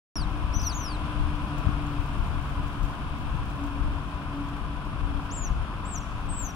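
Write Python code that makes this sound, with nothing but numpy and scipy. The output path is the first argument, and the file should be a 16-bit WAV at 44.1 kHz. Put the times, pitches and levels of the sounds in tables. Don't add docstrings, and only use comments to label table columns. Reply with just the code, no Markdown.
import sys
import numpy as np
from scipy import signal
from scipy.fft import rfft, irfft
from scipy.io import wavfile

SR = 44100
rng = np.random.default_rng(int(sys.argv[2]) if len(sys.argv) > 2 else 0)


def persist_wave(psi):
    counts = np.round(np.clip(psi, -1, 1) * 32767).astype(np.int16)
    wavfile.write(sys.argv[1], SR, np.atleast_2d(counts).T)


N = 288855
T = np.arange(N) / SR
HZ = np.fft.rfftfreq(N, 1 / SR)

# frequency in Hz, relative density in dB.
FIZZ_SPECTRUM = [(1500, -20), (3500, 6), (7000, 10.5), (11000, -2), (15500, 6)]


def gain_of(db):
    return 10 ** (np.asarray(db) / 20)


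def sides(db):
    return gain_of(np.vstack([db, -db]) / 2)


def over_frequency(points):
    hz, value = np.transpose(points)
    return np.interp(np.log(HZ + 1), np.log(hz + 1), value)


def over_time(rows):
    times, *columns = np.transpose(rows)
    return [np.interp(T, times, column) for column in columns]


def step(at_s, over_s):
    return (1 + np.tanh((T - at_s) / over_s)) / 2


def bump(at_s, half_s):
    return np.exp(-((T - at_s) / half_s) ** 2)


def wander(rate_hz):
    drift = irfft(rfft(rng.standard_normal(N)) * np.exp(-(HZ / rate_hz) ** 2), N)
    return drift / np.sqrt(np.mean(drift ** 2) + 1e-20)


def noise(colour_db, correlation, balance_db=0., lag_s=.00007):
    left, unrelated = rfft(rng.standard_normal((2, N)))
    shared = np.clip(correlation, -1, 1)
    right = (shared * left + np.sqrt(1 - shared ** 2) * unrelated) * np.exp(-2j * np.pi * HZ * lag_s)
    pair = irfft(np.array([left, right]) * gain_of(colour_db) * sides(balance_db), N)
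    return pair / np.std(pair.mean(0))


def delayed(x, seconds):
    return irfft(rfft(x) * np.exp(-2j * np.pi * HZ * seconds), N)


def scatter(x, t60, density=0.1):
    t = np.arange(SR // 2) / SR
    taps = rng.standard_normal((2, len(t))) * (rng.random((2, len(t))) < density) * 1000 ** (-t / t60)
    taps /= np.linalg.norm(taps, axis=1, keepdims=True)
    return signal.fftconvolve(x[None], taps, axes=1)[:, :N]


def traffic(roar_db=-41, hiss_db=-52, drone_db=-36.5, whine_hz=997, whine_width_hz=28, whine_db=5):
    # frequency in Hz, relative density in dB.
    roar_spectrum = [(200, -22), (340, -12.5), (389, -8.5), (519, -10.5), (597, -7), (719, -5.5), (853, -7),
                     (1000, -2), (1060, 0), (1240, -3.5), (1510, -6.5), (1840, -16.5), (2000, -20.5),
                     (2600, -54), (4400, -120)]
    hiss_spectrum = [(1120, -13.5), (1900, -13), (2090, -2.5), (2580, 2), (2820, -1), (3250, -2),
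                     (4080, -12), (5310, -14), (6440, -22.5), (7880, -22.5), (9900, -17.5), (11400, -30),
                     (15500, -37)]
    drone_spectrum = [(20, -9), (45, -2), (70, 1.5), (110, -3.5), (170, -6.5), (250, -10), (330, -12.5),
                      (450, -41.5), (900, -81)]
    # time in seconds, relative levels of roar and hiss in dB.
    trend = [(0.2, -41.5, -50.5), (1.0, -41, -48.5), (1.42, -41, -49), (1.7, -40.5, -49),
             (4.0, -42.5, -51.5), (6.55, -42.5, -51.5)]
    # frequency in Hz, correlation (capped at 1 in use).
    likeness = [(60, 1.5), (290, 0.87), (640, 0.85), (1100, 0.7), (1500, .5), (2200, -0.6), (3100, 0),
                (7000, 0)]
    # frequency in Hz, left minus right in dB.
    balance = [(100, 0.52), (400, 1.8), (1290, 2.1), (2400, 4.6), (4400, 3.6), (8100, 1.7), (15000, 6)]
    roar_trend_db, hiss_trend_db = (db - np.median(db) for db in over_time(trend))
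    stereo = over_frequency(likeness), over_frequency(balance)
    whine = whine_db * np.exp(-((HZ - whine_hz) / whine_width_hz) ** 2)
    roar = noise(over_frequency(roar_spectrum) + whine, *stereo) * gain_of(roar_db + roar_trend_db)
    hiss = noise(over_frequency(hiss_spectrum), *stereo) * gain_of(hiss_db + hiss_trend_db)
    drone = noise(over_frequency(drone_spectrum), *stereo) * gain_of(drone_db + roar_trend_db)
    flicker = gain_of(0.5 * wander(41))
    return (roar + hiss) * flicker + drone


def engine(fast_hz=150.4, slow_hz=141.53, waver=0.0057, fading_db=2.5):
    # time in seconds, base levels of fundamental and octave in dB.
    levels = [(0.2, -43, -43), (0.68, -60, -49), (1.2, -40, -40.5), (1.5, -42.5, -43), (1.9, -34.5, -40),
              (2.15, -46.5, -47.5), (2.4, -43.5, -45), (4.1, -49, -48), (4.8, -44, -49), (5.5, -61, -54),
              (6.55, -51, -47.5)]
    # time in seconds, lift in dB.
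    lifts = [(3.7, 8), (4.43, 9.5), (5.17, 10.5)]
    hz = fast_hz + (slow_hz - fast_hz) * step(at_s=1.5, over_s=1.055)
    fundamental_db, octave_db = over_time(levels)
    octave_db += sum(lift_db * bump(at_s, half_s=0.13) for at_s, lift_db in lifts)
    phase = 2 * np.pi * np.cumsum(hz * (1 + waver * wander(22.6))) / SR
    fundamental = gain_of(fundamental_db + fading_db * wander(15)) * np.sin(phase)
    octave = gain_of(octave_db + fading_db * wander(15)) * np.sin(2 * phase)
    return sides(2.1) * np.sqrt(2) * (fundamental + octave)


def wind(breeze_db=-35.5, easing_db_per_s=0.5, lumpy_db=0.7):
    # frequency in Hz, relative density in dB.
    spectrum = [(8, -22), (20, -3), (38, 4.5), (70, -2), (110, -12), (180, -17.5), (300, -29), (600, -58),
                (1500, -88)]
    # time in seconds, peak in dB, half length in seconds.
    gusts = [(0.224, -31, 0.14), (.55, -31, 0.12), (1.23, -27.5, 0.052), (1.698, -28.5, 0.028),
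             (2.266, -29.5, 0.13), (2.6, -29, .04), (2.845, -32, 0.048), (3.29, -32, 0.116),
             (3.88, -26, 0.067), (4.655, -33.5, 0.05), (5.063, -31, 0.13), (5.54, -28.5, .09),
             (6.31, -29.5, .05)]
    # time in seconds, peak in dB, half length in seconds.
    eddies = [(0.448, -15, 0.0035), (0.569, -13.5, 0.002), (0.629, -16, 0.0032), (1.242, -15.5, 0.0029),
              (1.672, -9.5, 0.0021), (1.692, -15, 0.0011), (1.998, -16, 0.0035), (2.602, -15, 0.0024),
              (3.353, -16.5, 0.0021)]
    gust_power = sum(gain_of(peak_db) ** 2 * bump(at_s, half_s) for at_s, peak_db, half_s in gusts)
    strength = np.sqrt(gain_of(breeze_db - easing_db_per_s * T) ** 2 + gust_power)
    air = noise(over_frequency(spectrum), correlation=0.25, balance_db=10)
    air *= strength * gain_of(lumpy_db * wander(13))
    for at_s, peak_db, half_s in eddies:
        passage = (T - at_s) / half_s
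        suck_then_push = passage * np.exp((1 - passage ** 2) / 2)
        air += np.vstack([1, .1]) * gain_of(peak_db) * suck_then_push
    return air


def lapping(calm_db=-74.5, swim_db=6.5, surge_db=2, grain_db=4):
    level_db = calm_db + swim_db * bump(at_s=2.4, half_s=1.3)
    level_db += surge_db * wander(7.2) + grain_db * wander(400)
    return gain_of(level_db) * noise(over_frequency(FIZZ_SPECTRUM), correlation=0.13)


def crunches(snap_s=0.006, patter_s=0.036, patter_db=-13, grain_db=4):
    # start in seconds, base level of the snap in dB.
    bites = [(0.5701, -57), (.615, -50), (1.5797, -54), (2.8295, -56.5), (2.8514, -59), (3.1842, -59),
             (3.455, -61), (3.4999, -57), (3.5553, -65.5), (3.6386, -58.5), (3.6644, -60), (4.359, -63),
             (4.5655, -60), (4.8509, -64)]
    envelope = np.zeros(N)
    for start, level_db in bites:
        age = abs(T - start)
        decay = np.exp(-age / snap_s) + gain_of(patter_db) * np.exp(-age / patter_s)
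        envelope += (T >= start) * gain_of(level_db) * decay
    grit = gain_of(grain_db * wander(500))
    return envelope * grit * noise(over_frequency(FIZZ_SPECTRUM), correlation=0.22)


def contour(start, top, slip, end, start_hz, top_hz, end_hz, slip_share, fall_bow,
            loudest, peak_db, swell_db, fade_db, rise_bow=3.4, wobble_hz=70, waver_db=2.2):
    # start and length in seconds, jump in Hz, lift in dB.
    cracks = [(.752, .02, 440, 8), (5.882, .011, 450, 3), (5.904, .008, 520, 0), (6.296, .038, 530, 6),
              (6.361, .022, 300, 2)]
    rise_left = np.interp(T, [start, top], [1, 0]) ** rise_bow
    glide = np.interp(T, [top, end], [0, 1]) ** fall_bow
    fall = (1 - slip_share) * glide + slip_share * step(slip, over_s=.005)
    hz = top_hz + (start_hz - top_hz) * rise_left + (end_hz - top_hz) * fall
    hz += wobble_hz * np.sqrt(abs(fall)) * wander(40)
    level_db = peak_db + 0.1 + np.interp(T, [start, loudest, end], [-swell_db, 0, fade_db])
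    level_db += waver_db * wander(51)
    for at_s, length, jump_hz, lift_db in cracks:
        if start < at_s < end:
            cracked = step(at_s, over_s=0.0019) - step(at_s + length, over_s=0.0019)
            hz += jump_hz * cracked
            level_db += lift_db * cracked
    return start, end, hz, level_db


def squeak(start, end, hz, level_db, overtone_db, rough,
           jitter=0.0405, flutter_hz=330, edge_s=0.0032, mouth_hz=6000):
    gate = np.clip(np.minimum(T - start, end - T) / edge_s + 1 / 2, 0, 1)
    phase = 2 * np.pi * np.cumsum(hz * (1 + jitter * rough * wander(flutter_hz))) / SR
    progress = (T - start) / (end - start)
    pressed_db = 9 * np.interp(progress, [0, .3, .55, .8, 1], [-0.3, -0.35, -0.47, -0.026, -0.29])
    mellow_db = -5 * ((hz / mouth_hz) ** 4 - 2)
    overtone_gain = gain_of(overtone_db + pressed_db + mellow_db + 3.3 * wander(90))
    third = gain_of(-23) * (hz < SR / 6) * np.sin(3 * phase)
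    voice = np.sin(phase) + overtone_gain * (np.sin(2 * phase) + third)
    shimmer = 1 + rough * wander(flutter_hz)
    return np.sqrt(2) * gate * gain_of(level_db) * shimmer * voice


def otters(bank_delay_s=.049, tail_db=-26):
    # start, top, slip and end in seconds; start, top and end pitch in Hz;
    # the slip's share of the fall; bow of the fall (1 is straight); loudest moment in seconds
    # all in dB; roughness from 0 to 1; bank echo in dB.
    calls = [(.1, .111, .179, .252, 5200, 5900, 3540, .1, 1.94, .178, -32.5, 2, -22, -21, -1, .11, -27),
             (.527, .579, .63, .674, 4910, 6020, 3610, .16, 1.9, .545, -37.5, 19, -13, -25, 2.7, .045, -32),
             (.595, .645, .696, .736, 5020, 6030, 3700, .15, 1.85, .675, -29.5, 15, -16, -22.5, 0, .03, -37),
             (.715, .757, .847, .96, 5880, 6350, 3750, .06, 1.66, .845, -39.5, 11, -13, -20.5, 1.6, .07, -26),
             (5.301, 5.358, 5.378, 5.397, 3940, 7530, 6990, .19, 1.5, 5.325, -42, 10, -7, -33, 0, .13, -28),
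             (5.356, 5.391, 5.439, 5.485, 4800, 7200, 5480, .13, 1.97, 5.381, -39.5, 22, -5, -28, -1, .17, -24),
             (5.85, 5.903, 5.953, 5.989, 7150, 7750, 5450, .29, 1.55, 5.955, -39.5, 16, -4, -27, .9, .13, -16.5),
             (6.288, 6.385, 6.443, 6.511, 7800, 7610, 5620, .26, 1.34, 6.398, -40, 12, -3.5, -19, -1.1, .09, -22)]
    direct, echo = np.zeros((2, N)), np.zeros(N)
    for *shape, overtone_db, pan_db, rough, echo_db in calls:
        voice = squeak(*contour(*shape), overtone_db, rough)
        direct += sides(pan_db) * voice
        echo += gain_of(echo_db) * voice
    echo = delayed(echo, bank_delay_s)
    middle = direct.mean(0)
    ripple_gain = gain_of(over_frequency([(5800, -0.5), (7300, 6.5), (12000, 7)]))
    glancing = irfft(rfft(middle) * ripple_gain, N)
    spread = np.outer([1, -1], scatter(glancing, t60=0.0051)[0])
    near = gain_of(-1.5) * direct + gain_of(-8) * spread
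    bank = echo + gain_of(-1) * scatter(echo, t60=0.98)
    return near + bank + gain_of(tail_db) * scatter(middle, t60=0.65)


def scene():
    return otters() + crunches() + lapping() + traffic() + engine() + wind()


def record(dry, start_s=.156, cutoff_hz=15850):
    lowpass = signal.firwin(511, cutoff_hz, window=("kaiser", 9), fs=SR)
    return signal.oaconvolve(dry * (T >= start_s), lowpass[None], "same")


dry = scene()
out = record(dry)
persist_wave(out)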